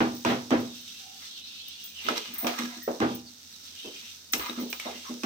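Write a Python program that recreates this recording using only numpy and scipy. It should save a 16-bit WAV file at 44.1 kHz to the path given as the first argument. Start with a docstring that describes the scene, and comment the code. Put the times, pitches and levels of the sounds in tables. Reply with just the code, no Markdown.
"""A small kitchen: a metal spoon turns chunks of meat in a wide metal pot on a stove.
Sauce sizzles in tiny bursts over a low rumble and flares up as wet meat meets hot metal.
Pieces tumble back with soft thuds; there is one deep handling thump, and faint whistles glide by.
The spoon's edge sticks and slips on the wall in scrapes and squeaks, clinks against it,
and knocks the pot bottom into a low boom."""
import sys
import numpy as np
from scipy import signal
from scipy.fft import rfft, irfft, next_fast_len
from scipy.io import wavfile

SR = 44100
rng = np.random.default_rng(int(sys.argv[2]) if len(sys.argv) > 2 else 0)


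def pcm_store(signal):
    """Save signal as 16-bit PCM."""
    levels = np.round(np.clip(np.atleast_2d(signal), -1, 1) * 32767)
    wavfile.write(sys.argv[1], SR, levels.astype(np.int16).T)


N = 231766
T = np.arange(N) / SR
AFTER = T[:SR * 3 // 4]   # seconds since a contact


def from_db(db):
    """Decibels to gain."""
    return 10 ** (np.asarray(db) / 20)


def unit_rms(x):
    """Scale to rms 1."""
    return x / np.sqrt(np.mean(x ** 2) + 1e-20)


def at_hz(points, hz):
    """Read a table on a log-frequency axis."""
    points_hz, values = np.transpose(points)
    return np.interp(np.log(np.maximum(hz, 1)), np.log(points_hz), values)


def add(out, start_s, sound):
    """Mix a sound in at a time."""
    start = max(round(start_s * SR), 0)
    part = sound[..., :N - start]
    out[..., start:start + part.shape[-1]] += part


def colour(x, spectrum):
    """Minimum-phase filter through (Hz, dB) points."""
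    length = x.shape[-1]
    size = 2 * next_fast_len(length // 2 + 4096)
    bins_hz = np.arange(size // 2 + 1) * SR / size
    cepstrum = irfft(np.log(from_db(at_hz(spectrum, bins_hz))))
    cepstrum[1:size // 2] *= 2
    cepstrum[size // 2 + 1:] = 0
    return irfft(rfft(x, size) * np.exp(rfft(cepstrum)))[..., :length]


def tilted(spectrum, db_per_octave):
    """Tilt a spectrum about 700 Hz: harder contacts are brighter."""
    return [(hz, db + db_per_octave * np.log2(hz / 700)) for hz, db in spectrum]


def resonate(x, hz, width_hz):
    """Two-pole resonance."""
    r = np.exp(-np.pi * width_hz / SR)
    return signal.lfilter([1 - r, 0, r - 1], [1, -2 * r * np.cos(2 * np.pi * hz / SR), r * r], x)


def swell(rise_s, t60_s):
    """Envelope that builds up and dies away."""
    return (1 - np.exp(-AFTER / max(rise_s, 1e-4))) * from_db(-60 * AFTER / t60_s)


def drift(rate_hz):
    """Random wander of rms 1."""
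    knots = rng.standard_normal(1024)
    return unit_rms(np.interp(T * rate_hz, np.arange(len(knots)), knots))


def grains(per_s, spread_db):
    """Random impulses of uneven size, each reaching the two sides differently."""
    sizes = from_db(spread_db * np.minimum(rng.exponential(1, N), 4))
    fired = rng.random(N) < per_s / SR
    return unit_rms(fired * sizes * rng.standard_normal((2, N)))


# Stereo width. Each row: frequency in Hz, side over mid in dB.
STEREO_WIDTH = [(60, -14), (130, -13), (260, -26.5), (500, -11.5), (1000, 0), (2000, -1), (5000, 0)]

def diffuse(size):
    """Stereo noise: alike in the bass, unrelated in the treble."""
    mid, side = rng.standard_normal((2, size))
    return mid + colour(side, STEREO_WIDTH) * [[1], [-1]]


# Stove rumble. Each row: frequency in Hz, relative level in dB.
RUMBLE_SPECTRUM = [(25, -15), (55, -54), (70, -32), (82, 10.5), (110, -9), (160, -2), (230, 5), (330, -5),
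                   (550, -9), (1000, -11), (2000, -29)]

def stove(level_db=-63):
    """A steady low rumble under the pot."""
    return from_db(level_db) * unit_rms(colour(diffuse(N), RUMBLE_SPECTRUM))


# Whistles and groans. Each row: start in seconds, length in seconds, first and last pitch in Hz,
# level in dB.
WHISTLE_GLIDES = [(0.978, 0.25, 780, 768, -56), (1.949, 0.096, 3020, 2780, -42.5),
                  (2.138, 0.106, 504, 395, -45), (2.404, 0.16, 708, 707, -36.5),
                  (2.655, 0.18, 737, 684, -56), (2.744, 0.0465, 4230, 3810, -47),
                  (2.792, 0.104, 1870, 1890, -50), (3.254, 0.051, 4650, 4420, -49.5),
                  (3.52, 0.053, 4180, 3640, -49.5), (5.053, 0.065, 1098, 1037, -43.5)]

def whistles(roughness=0.9, flutter_cycles=7):
    """Faint tones glide in and out, roughened by a flutter in level and phase."""
    out = np.zeros((2, N))
    for start_s, length_s, first_hz, last_hz, db in WHISTLE_GLIDES:
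        size = int(length_s * SR)
        phase = 2 * np.pi * np.cumsum(np.linspace(first_hz, last_hz, size)) / SR
        flutter_hz = first_hz / flutter_cycles
        tone = np.zeros((2, size))
        for side in range(2):
            steady = (1 - roughness) * np.exp(2j * np.pi * rng.random())
            flutter = roughness * (drift(flutter_hz) + 1j * drift(flutter_hz))[:size]
            tone[side] = np.real((steady + flutter) * np.exp(1j * phase))
        add(out, start_s, from_db(db) * np.sqrt(np.hanning(size)) * unit_rms(tone))
    return out


# Meat lands wet side down. Each row: start in seconds, length in seconds, peak fizz in dB,
# midway pitch in Hz.
FRYING_FLARES = [(0.43, 1, -48.5, 3540), (1.06, 1, -42, 3610), (1.869, 0.51, -40, 3270),
                 (2.996, 0.24, -47.5, 3270), (3.62, 0.59, -44.5, 3200), (4.403, 0.84, -46.5, 3440)]

def flares(sink_octaves_per_s=0.18):
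    """Power and pitch in Hz of the fizz: each flare swells and fades, sinking as its bubbles grow."""
    power, weighted_hz = np.full(N, 1e-12), np.full(N, 1e-9)
    for start_s, length_s, db, hz in FRYING_FLARES:
        progress = np.clip((T - start_s) / length_s, 0, 1)
        flare = (from_db(db) * np.sin(np.pi * progress)) ** 2
        power += flare
        weighted_hz += flare * hz * 2 ** (-sink_octaves_per_s * (T - start_s - length_s / 2))
    return power, weighted_hz / power


# Frying hiss. Each row: frequency in Hz, relative level in dB.
HISS_SPECTRUM = [(300, -36), (800, -41), (1300, -3.5), (2000, -5.5), (2800, -2), (3700, 4.5), (4700, 4),
                 (6000, 6), (7000, -3.5), (8500, -2.5), (9300, -14), (11000, -13.5), (14500, -4),
                 (16000, -11)]
# Hiss beneath the flares. Each row: time in seconds, level in dB.
HISS_FLOOR = [(0, -46.5), (0.85, -48), (1.2, -47), (1.45, -55), (1.8, -49), (2.7, -47), (3.35, -51),
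              (3.95, -47), (4.27, -50), (4.6, -47), (5.26, -46.5)]
# Resonances of the pot's hollow. Each row: frequency in Hz, width in Hz, gain in dB.
HOLLOW_MODES = [(2760, 86, -5.5), (3720, 133, -4.5)]

def sizzle(spread_octaves=0.32, flicker_db=3.5, surge_db=1.0, flare_hiss_db=-9.5):
    """Tiny bursts hiss; larger bubbles ring in wavering clusters as wet meat meets hot metal."""
    flare_power, centre_hz = flares()
    floor = from_db(np.interp(T, *np.transpose(HISS_FLOOR)))
    hiss_gain = np.sqrt(floor ** 2 + from_db(flare_hiss_db) ** 2 * flare_power)
    hiss = unit_rms(colour(grains(per_s=5900, spread_db=5) + diffuse(N), HISS_SPECTRUM))
    # neighbouring bubble sizes burst independently
    bursts = [grains(per_s=8000, spread_db=2.5) for _ in range(2)]
    fizz, fizz_power = 0, 1e-12
    for k, hz in enumerate(np.geomspace(1900, 5600, 26)):
        share = np.exp(-0.5 * (np.log2(hz / centre_hz) / spread_octaves) ** 2)
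        ringing = resonate(resonate(bursts[k % 2], hz, hz / 25), hz, hz / 10)
        flicker = from_db(flicker_db * drift(rate_hz=25))
        fizz += share * unit_rms(flicker * ringing)
        fizz_power += share ** 2
    surge = from_db(surge_db * drift(rate_hz=23.78))
    frying = surge * (hiss_gain * hiss + np.sqrt(flare_power / fizz_power) * fizz)
    return frying + sum(from_db(db) * resonate(frying, hz, width) for hz, width, db in HOLLOW_MODES)


# Modes of the pot bottom. Each row: frequency in Hz, relative level in dB, t60 in seconds.
BOTTOM_MODES = [(86.1, -23.5, 0.6), (112.1, -23, 0.55), (130.5, -15, 0.41), (205.6, -17, 0.45),
                (242.5, 0, 0.55), (323, -1, 0.36), (395, -10.5, 0.28), (482, -19, 0.091), (527, -31, 0.33),
                (545, -20.5, 0.32), (666, -12.5, 0.41), (797, -11.5, 0.38), (930, -22, 0.43),
                (1186, -11.5, 0.34), (1490, -9, 0.24)]

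def boom(rise_s, damping, spread_db, dull_db_per_octave, main_hz=242.5):
    """The bottom rings with new mode strengths each time; soft contacts wake mainly the strongest."""
    out = 0
    for k, (hz, db, t60_s) in enumerate(BOTTOM_MODES):
        dulling_db = dull_db_per_octave * abs(np.log2(hz / main_hz))
        gain = from_db(db + spread_db * rng.standard_normal() - dulling_db)
        out += (-1) ** k * gain * np.sin(2 * np.pi * hz * AFTER) * swell(rise_s, t60_s / damping)
    return out


# Soft thuds: meat falls or is pushed against the pot, plus one faint, deep handling thump.
# Each row: start in seconds, boom in dB, thud in dB, thud pitch in Hz, rise in seconds.
SOFT_THUDS = [(2.046, -32.5, -37.5, 394, 0.025), (2.104, -36, -32, 490, 0.0032),
              (2.274, -41, -42.5, 290, 0.02), (2.427, -26, -36.5, 610, 0.0078),
              (2.446, -26.5, -27, 620, 0.0025), (2.591, -27, -37.5, 525, 0.0095),
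              (2.633, -31, -44, 325, 0.003), (2.765, -39.5, -58, 394, 0.0063),
              (2.876, -26, -24, 557, 0.0013), (3.106, -30, -35, 368, 0.0024), (3.841, -52, -34, 444, 0.019),
              (4.377, -54, -48, 62, 0.008), (4.49, -32.5, -40.5, 398, 0.0092),
              (4.573, -29.5, -33.5, 450, 0.012), (4.621, -29, -36, 423, 0.0046),
              (4.852, -33.5, -29.5, 684, 0.0099), (4.949, -38.5, -49.5, 454, 0.0048),
              (5.092, -25.5, -34.5, 436, 0.017)]

def thuds():
    """A soft contact gives a dull thud and damps the bottom that it sets booming."""
    out = np.zeros((2, N))
    for start_s, boom_db, thud_db, hz, rise_s in SOFT_THUDS:
        spectrum = [(hz / 10, -30), (hz / 3, -17), (hz / 2, -6), (hz, 0),
                    (hz * 1.21, -6), (hz * 2.32, -21), (hz * 8, -45), (hz * 20, -70)]
        thud = unit_rms(colour(diffuse(len(AFTER)), spectrum)) * swell(rise_s, t60_s=0.29)
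        bottom = boom(rise_s, damping=1.85, spread_db=3, dull_db_per_octave=16)
        add(out, start_s, from_db(thud_db) * thud + from_db(boom_db) * bottom)
    return out


def pressure(start_s, length_s, bite_s, ease_db_per_s=27, lift_db_per_s=233):
    """How hard the spoon drags: it bites, the hand eases off, then lifts it."""
    since_s = np.maximum(T - start_s, 0)
    fall_db = ease_db_per_s * since_s + lift_db_per_s * np.maximum(since_s - length_s, 0)
    return from_db(-fall_db) * np.minimum(since_s / bite_s, 1) ** 2


# Resonances of the pot wall. Each row: frequency in Hz, width in Hz, relative level in dB.
WALL_MODES = [(870, 48, -12), (999, 70, -6.5), (1237, 90, -0.5), (1310, 38, -9), (1647, 19, -7.5),
              (2070, 72, -2.5), (2446, 21, -8.5), (2820, 240, -11), (3790, 59, -4.5), (5540, 300, 1.5)]
# Grit of a scrape. Each row: frequency in Hz, relative level in dB.
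GRIT_SPECTRUM = [(100, -18), (450, 5), (800, -5), (1300, 2), (2200, 5.5), (3800, 10), (4800, 4.5),
                 (5900, -1.5), (7000, -17), (8500, -4.5), (10700, -29), (13000, -10), (15200, 2),
                 (16500, -71)]
# Spoon drags. Each row: start in seconds, length in seconds, level in dB, bite time in seconds,
# favoured pitch in Hz.
SPOON_DRAGS = [(0.256, 0.089, -35.5, 0.0045, 3200), (1.192, 0.045, -47.5, 0.031, 1860),
               (1.933, 0.23, -35, 0.13, 2870), (2.147, 0.013, -31, 0.022, 4750),
               (2.214, 0.11, -42, 0.048, 2530), (2.324, 0.17, -41.5, 0.041, 1800),
               (2.45, 0.32, -38.5, 0.086, 1640), (2.571, 0.025, -36.5, 0.017, 1000),
               (4.003, 0.027, -50.5, 0.027, 2160), (4.392, 0.12, -34, 0.0045, 1120),
               (4.538, 0.063, -41, 0.038, 1130), (4.79, 0.18, -40.5, 0.019, 2110),
               (5.031, 0.056, -43, 0.019, 1220)]

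def scrapes(ring_db=-0.5, wander_db=4, focus_db=3, catches_per_s=90, catch_db=2):
    """The edge catches and slips, waking the wall's resonances; the contact point favours one pitch."""
    slips = grains(per_s=7000, spread_db=2) * from_db(catch_db * drift(catches_per_s))
    rings = 0
    for hz, width_hz, db in WALL_MODES:
        gain = from_db(db + wander_db * drift(rate_hz=22))
        rings += gain * unit_rms(resonate(slips, hz, width_hz))
    rub = unit_rms(colour(slips, GRIT_SPECTRUM)) + from_db(ring_db) * unit_rms(rings)
    out = np.zeros((2, N))
    for start_s, length_s, db, bite_s, hz in SPOON_DRAGS:
        voiced = unit_rms(rub + from_db(focus_db) * resonate(rub, hz, hz / 4))
        out += from_db(db) * pressure(start_s, length_s, bite_s) * voiced
    return out


# Thin high rings of the spoon. Each row: frequency in Hz, width in Hz, relative level in dB.
SPOON_MODES = [(8660, 120, -5.5), (9560, 87, -13), (12500, 220, -6), (14050, 160, 0), (14450, 200, -1),
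               (15270, 160, 8.5)]
# The edge sticks. Each row: start in seconds, level in dB, t60 in seconds.
SPOON_SQUEAKS = [(.145, -46, 0.46), (.6, -45, 0.11), (.81, -45, .06), (1.681, -35.5, 0.047),
                 (1.839, -39.5, 0.3), (2.04, -42, 0.11), (2.338, -32.5, 0.13), (2.381, -30, 0.46),
                 (2.826, -41.5, 0.35), (3.147, -36, 0.1), (4.321, -31, 0.2), (4.376, -37, 0.49),
                 (4.6, -41, 0.24), (4.699, -37, 0.32)]

def squeaks():
    """Bursts of stick-slip feed the high rings of the spoon."""
    rubbing = np.zeros((2, N))
    for start_s, db, t60_s in SPOON_SQUEAKS:
        add(rubbing, start_s, from_db(db) * swell(0.0006, t60_s))
    rings = 0
    for hz, width_hz, db in SPOON_MODES:
        band = resonate(diffuse(N), hz, width_hz)
        rings += from_db(db) * unit_rms(resonate(band, hz, 5 * width_hz))
    return rubbing * unit_rms(rings)


# Crack of steel on the wall. 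Each row: frequency in Hz, relative level in dB.
CRACK_SPECTRUM = [(150, -24), (300, 0.5), (1100, 4), (1750, 4.5), (2080, 0.5), (2400, 10.5), (4600, 3),
                  (5500, 1.5), (6900, 1.5), (8000, 0), (11000, -15.5), (12900, 2.5), (14000, -28),
                  (15500, -21)]
# The edge hits the wall. Each row: start in seconds, relative crack level in dB, tilt in dB per octave,
# left over right in dB, note in Hz, note level in dB.
SPOON_CLINKS = [(0.249, -21, -3.5, -0.5, 980, -21), (0.5058, -25.5, -3.5, -2, 1260, -33),
                (0.5532, -26, -14.5, 7, 1700, -35), (2.0861, -23.5, -2.5, -4.5, 1298, -12.5),
                (2.337, -54, 18, -13, 12100, -43), (2.445, -25.5, -8, 0, 716, -25),
                (2.468, -21.5, -1, -1.5, 1400, -47), (2.5874, -35, 4, -9, 1890, -31),
                (2.635, -37, 0.5, -5, 1900, -35), (3.0017, -29.5, -2.5, -6, 1086, -30),
                (4.3343, -15, 3, 2, 2066, -16.5), (4.3945, -31, -7.5, 0, 2040, -36),
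                (4.496, -30.5, -5, 6, 3840, -25), (4.728, -26.5, -2, -2, 2420, -25),
                (4.7981, -30.5, 1.5, 2, 2260, -26), (5.234, -26.5, -2, -1, 1130, -28)]

def clinks(crack_trim_db=-4, room_db=-21, wall_db=5):
    """Steel on the wall: a crack, a brief note set by the contact point, and the kitchen's answer."""
    crack_envelope = swell(0.0011, t60_s=0.0092) + from_db(room_db) * swell(0.0019, t60_s=0.2)
    note_envelope = swell(0.0003, t60_s=0.028) + from_db(room_db) * swell(0.003, t60_s=0.16)
    out = np.zeros((2, N))
    for start_s, crack_db, tilt, side_db, note_hz, note_db in SPOON_CLINKS:
        burst = rng.standard_normal((2, len(AFTER))) * crack_envelope
        crack = colour(burst, tilted(CRACK_SPECTRUM, tilt))
        wall = sum(from_db(db) * resonate(crack, hz, width) for hz, width, db in WALL_MODES)
        crack += from_db(wall_db) * wall
        crack /= np.std(crack[:, :SR // 200])   # level set by the first 5 ms
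        note = np.sin(2 * np.pi * (note_hz * AFTER + rng.random((2, 1)))) * note_envelope
        pan = from_db([[side_db / 2], [-side_db / 2]])
        add(out, start_s, pan * (from_db(crack_db + crack_trim_db) * crack + from_db(note_db) * note))
    return out


# Dense ring of the wall. Each row: frequency in Hz, relative level in dB.
RING_SPECTRUM = [(40, -51.5), (80, -24), (130, -12.5), (170, -15), (260, 1), (480, -3), (750, -6),
                 (1100, -10.5), (2000, -12.5), (3200, -18), (6000, -32.5), (10000, -53.5), (16000, -35)]
# Its decay. Each row: frequency in Hz, t60 in seconds.
RING_DECAY = [(100, 0.68), (300, 0.31), (1000, 0.35), (3000, 0.18), (8000, 0.88), (16000, 0.11)]

def wall_ring(tilt, rise_s):
    """Crowded modes of wall and kitchen, each octave dying at its own rate."""
    noise = unit_rms(colour(diffuse(len(AFTER)), tilted(RING_SPECTRUM, tilt)))
    out = 0
    for hz in 125 * 2 ** np.arange(8):
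        lowpass = signal.butter(2, min(hz * np.sqrt(2), 0.45 * SR), fs=SR, output="sos")
        band = signal.sosfiltfilt(lowpass, noise)
        out += band * swell(rise_s, at_hz(RING_DECAY, hz))
        noise -= band
    return out


# Spoon on the pot bottom. Each row: start in seconds, boom in dB, wall ring in dB,
# ring tilt in dB per octave, rise in seconds.
SPOON_KNOCKS = [(.004, -20, -20.5, -1, 0.00031), (.25, -22.5, -21.5, 0, 0.0072),
                (0.295, -36.5, -21, -1, 0.003), (.510, -21, -17, -2, 0.0087),
                (2.085, -52, -27, 2.2, 0.00054), (2.467, -41.5, -28, 4.5, 0.00054),
                (3.002, -27, -39, -5.5, 0.0019), (3.012, -20.5, -21, -1.5, 0.005),
                (4.334, -40, -34, 0, 0.00063), (5.236, -24, -32.5, 4, 0.0068)]

def knocks():
    """The spoon hits the bottom: a low boom under a dense ring."""
    out = np.zeros((2, N))
    for start_s, boom_db, ring_db, tilt, rise_s in SPOON_KNOCKS:
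        bottom = boom(rise_s, damping=1, spread_db=1.5, dull_db_per_octave=0)
        add(out, start_s, from_db(boom_db) * bottom + from_db(ring_db) * wall_ring(tilt, rise_s))
    return out


def scene():
    """Spoon, meat and pot over the frying."""
    return knocks() + thuds() + clinks() + squeaks() + scrapes() + sizzle() + whistles() + stove()


# Colour of the two microphone ports. Each row: frequency in Hz, left over right in dB.
PORT_BALANCE = [(60, -6.5), (92, 2), (140, -4.5), (210, 0.5), (330, -2.5), (500, 1.5), (770, -3.5),
                (1170, 0.5), (1790, -2.5), (2740, 1), (4190, -2), (6410, -8.5), (9810, 11), (15000, 0.5)]

def record(dry, lag_samples=13, cutoff_hz=16100):
    """The left port is a little farther from the pot; each port has its own colour; the top is cut."""
    delayed = np.pad(dry[0], (lag_samples, 0))[:N]
    left = colour(delayed, [(hz, db / 2) for hz, db in PORT_BALANCE])
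    right = colour(dry[1], [(hz, -db / 2) for hz, db in PORT_BALANCE])
    lowpass = signal.ellip(10, 0.2, 80, cutoff_hz, fs=SR, output="sos")
    return signal.sosfilt(lowpass, [left, right])


dry = scene()
out = record(dry)
pcm_store(out)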